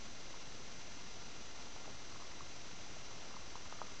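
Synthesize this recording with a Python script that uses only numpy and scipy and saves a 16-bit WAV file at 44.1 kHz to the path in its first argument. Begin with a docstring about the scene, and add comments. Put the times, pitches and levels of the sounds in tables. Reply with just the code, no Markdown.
"""Liquid foams up in a capped vial held down on a tray: small dull pops and taps come more often
as the reaction builds, each a short pulse that leaves vial and tray ringing over faint bubbles.
Hands rustle softly on the vial, and the nearby walls add a short tail.
Under it all lie a low room rumble and the steady hiss and thin electrical whine of a cheap microphone."""
import sys
import numpy as np
from scipy import signal
from scipy.fft import rfft, irfft
from scipy.io import wavfile

SR = 44100
rng = np.random.default_rng(int(sys.argv[2]) if len(sys.argv) > 2 else 0)


def wav_out(sig):
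    """Save sig, one row per channel (or a flat mono array), as 16-bit PCM at SR to the path in sys.argv[1]."""
    wavfile.write(sys.argv[1], SR, np.round(np.clip(np.atleast_2d(sig).T, -1, 1) * 32767).astype(np.int16))


N = 4 * SR


def amp(db):
    """Decibels to gain."""
    return 10 ** (np.asarray(db) / 20)


def unit(x):
    """Scales to rms 1."""
    return x / np.sqrt(np.mean(x ** 2) + 1e-20)


def add(mix, start_s, sound):
    """Mixes a sound in at its start time."""
    part = mix[max(round(start_s * SR), 0):][:len(sound)]
    part += sound[:len(part)]


def filtered(x, kind, cutoff_hz, order=2):
    """Butterworth low-, high- or band-pass."""
    return signal.sosfilt(signal.butter(order, cutoff_hz, kind, fs=SR, output="sos"), x)


def wander(rate_hz):
    """Smooth random modulation of rms 1."""
    f = np.fft.rfftfreq(N, 1 / SR)
    return unit(irfft(rfft(rng.standard_normal(N)) * np.exp(-(f / rate_hz) ** 2), N))


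# EQ curve of the noise bed: frequency_hz, relative_level_db
NOISE_EQ = [(8, -5), (20, 2), (60, 0.5), (110, 0), (170, -2.15), (250, -2), (400, -4.5), (600, -6),
            (1200, -8), (1600, -9.5), (2400, -9.5), (5000, -10.5), (6200, -11), (6800, -13.5), (7400, -18),
            (7900, -24), (8400, -31.5)]
# Fast tremolo on the hiss: rate_hz, depth_db
HISS_FLUTTER = [(20, 0.88), (40.6, 0.63)]


def hiss_and_rumble(level_db=-53.5, crossover_hz=290):
    """Microphone hiss with a slight quick flutter, over a room rumble that wavers a little."""
    f, t = np.fft.rfftfreq(N, 1 / SR), np.arange(N) / SR
    eq_hz, eq_db = np.transpose(NOISE_EQ)
    eq = amp(np.interp(np.log(f + 1), np.log(eq_hz + 1), eq_db))
    spectrum = eq * np.exp(2j * np.pi * rng.random(len(f)))
    low_share = 1 / (1 + (f / crossover_hz) ** 2)
    flutter_db = sum(depth_db * np.sin(2 * np.pi * hz * t) for hz, depth_db in HISS_FLUTTER)
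    flicker_db = 0.63 * wander(rate_hz=90)
    waver_db = 1.34 * wander(rate_hz=24)
    hiss = irfft(spectrum * (1 - low_share), N) * amp(flutter_db + flicker_db)
    rumble = irfft(spectrum * low_share, N) * amp(waver_db)
    return amp(level_db) * unit(hiss + rumble)


# Tones of the microphone's whine: pitch_hz, rms_level_db
WHINE_TONES = [(694, -74.5), (1388, -72.5), (2082, -71.5), (2505, -80.5), (2776, -72.5), (2816, -81.5),
               (3510, -81), (3822, -81), (4032, -71), (4857, -73.5), (5551, -72.5), (5592, -76),
               (6024.6, -64), (6245, -78.5), (6286, -78.5), (6980, -82)]


def whine(drift_hz=0.6):
    """Thin steady electrical tones that barely drift."""
    out = np.zeros(N)
    for pitch_hz, level_db in WHINE_TONES:
        cycles = np.cumsum(pitch_hz + drift_hz * wander(rate_hz=1.96)) / SR + rng.random()
        out += amp(level_db) * np.sqrt(2) * np.sin(2 * np.pi * cycles)
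    return out


def room(x, level_db=-13.5, t60_s=0.26, predelay_s=0.002):
    """A short reverb tail from the nearby walls."""
    t = np.arange(SR // 2) / SR
    tail = rng.standard_normal(len(t)) * amp(-60 * t / t60_s) * (t > predelay_s)
    return amp(level_db) * signal.oaconvolve(x, tail / np.linalg.norm(tail))[:N]


# Swells of rustle as the hands shift: centre_s, half_length_s, level_db
HAND_RUBS = [(0.59, 0.12, -62), (1.877, 0.032, -58), (3.287, 0.12, -61.5), (3.845, 0.081, -64)]


def hands():
    """Skin slides softly on the vial and its cap, making low friction noise."""
    t = np.arange(N) / SR
    swells = sum(amp(level_db) * np.exp(-((t - centre_s) / half_length_s) ** 2)
                 for centre_s, half_length_s, level_db in HAND_RUBS)
    return swells * unit(filtered(rng.standard_normal(N), "band", cutoff_hz=(132, 490)))


def pulse(pitch_hz, decay_s):
    """One pop or bubble: a tone that swells quickly and dies within a few cycles."""
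    t = np.arange(SR // 40) / SR
    envelope = t / decay_s * np.exp(1 - t / decay_s)
    return envelope * np.sin(2 * np.pi * pitch_hz * t)


# Level curve of the foaming: time_s, relative_level_db
FOAM_SWELL = [(0, -14), (1.2, -7.5), (1.8, 6.5), (2.25, -0.5), (2.65, -1), (3.3, 4.5), (3.55, -1), (4, -4)]


def foam(level_db=-71, bubbles_per_s=130, spread_db=3, low_hz=577, high_hz=1397):
    """Many faint bubbles burst at random, louder as the liquid foams harder."""
    bubbles = np.zeros(N)
    pitches_hz = np.linspace(low_hz, high_hz, 10)
    for pitch_hz in pitches_hz:
        strength = amp(spread_db * np.minimum(rng.exponential(1, N), 3))
        bursts = rng.random(N) < bubbles_per_s / len(pitches_hz) / SR
        bubbles += signal.oaconvolve(strength * bursts, pulse(pitch_hz, decay_s=0.001))[:N]
    swell_db = np.interp(np.arange(N) / SR, *np.transpose(FOAM_SWELL))
    return unit(bubbles) * amp(level_db + swell_db)


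def vial_body(x, low_hz=396, high_hz=1520):
    """The vial and tray pass on only the midrange of each pop."""
    dulled = filtered(x, "low", high_hz, order=5)
    return filtered(dulled, "high", low_hz)


# Resonances of vial and tray, relative to the pop: pitch_hz, level_db, t60_s
VIAL_MODES = [(660, -25, 0.033), (1070, -28.5, 0.053), (1227, -21, 0.12)]


def vial_ring():
    """The vial and tray ring briefly in a few damped modes."""
    t = np.arange(SR // 10) / SR
    return sum(amp(level_db - 60 * t / t60_s) * np.sin(2 * np.pi * pitch_hz * t)
               for pitch_hz, level_db, t60_s in VIAL_MODES)


# Pops and taps going into the vial's body: start_s, level_db, pitch_hz, decay_s
POP_CUES = [(0.34, -46.5, 990, 0.0013), (1.5880, -46, 900, 0.00048), (1.67, -49, 900, 0.00076),
            (1.7624, -40, 910, 0.00048), (1.8548, -47, 1020, .0007), (1.8783, -41.5, 700, 0.00076),
            (1.8857, -49, 500, 0.0007), (2.1223, -49, 1050, 0.00057), (2.1590, -42.5, 1040, 0.00077),
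            (2.1998, -47, 1060, .001), (2.2210, -44.5, 1133, 0.0012), (2.4061, -42, 1127, 0.0015),
            (2.9114, -46, 950, .0006), (2.9667, -44.5, 665, 0.00088), (3.1113, -50, 1110, .0007),
            (3.1927, -53, 900, 0.00045), (3.2199, -45, 725, .0008), (3.308, -48, 1040, .001),
            (3.341, -43.5, 1000, 0.00068), (3.3653, -42, 1000, 0.0011), (3.5545, -37.5, 1000, 0.00086),
            (3.6584, -48, 1150, .0007), (3.7250, -32, 990, 0.00025), (3.789, -44, 1300, 0.00074),
            (3.8162, -28, 940, 0.00038), (3.8317, -56, 950, 0.00092), (3.8825, -47, 1100, 0.00083)]


def pops():
    """Each pop or tap is a short pulse that leaves the vial and tray ringing faintly."""
    out, ring = np.zeros(N), vial_ring()
    for start_s, level_db, pitch_hz, decay_s in POP_CUES:
        add(out, start_s, amp(level_db) * pulse(pitch_hz, decay_s))
        add(out, start_s, amp(level_db) * ring)
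    return out


def scene():
    """The vial and hands in a small room, over hiss, rumble and whine, in mono."""
    vial = vial_body(pops()) + foam() + hands()
    return (vial + room(vial) + hiss_and_rumble() + whine())[None]


def record(dry):
    """The microphone adds a constant offset and cuts the top end."""
    dc_offset, cutoff_hz = -0.0067, 8430
    high_cut = signal.firwin(511, cutoff_hz, window=("kaiser", 9), fs=SR)
    return signal.oaconvolve(dry + dc_offset, high_cut[None], "same")


dry = scene()
out = record(dry)
wav_out(out)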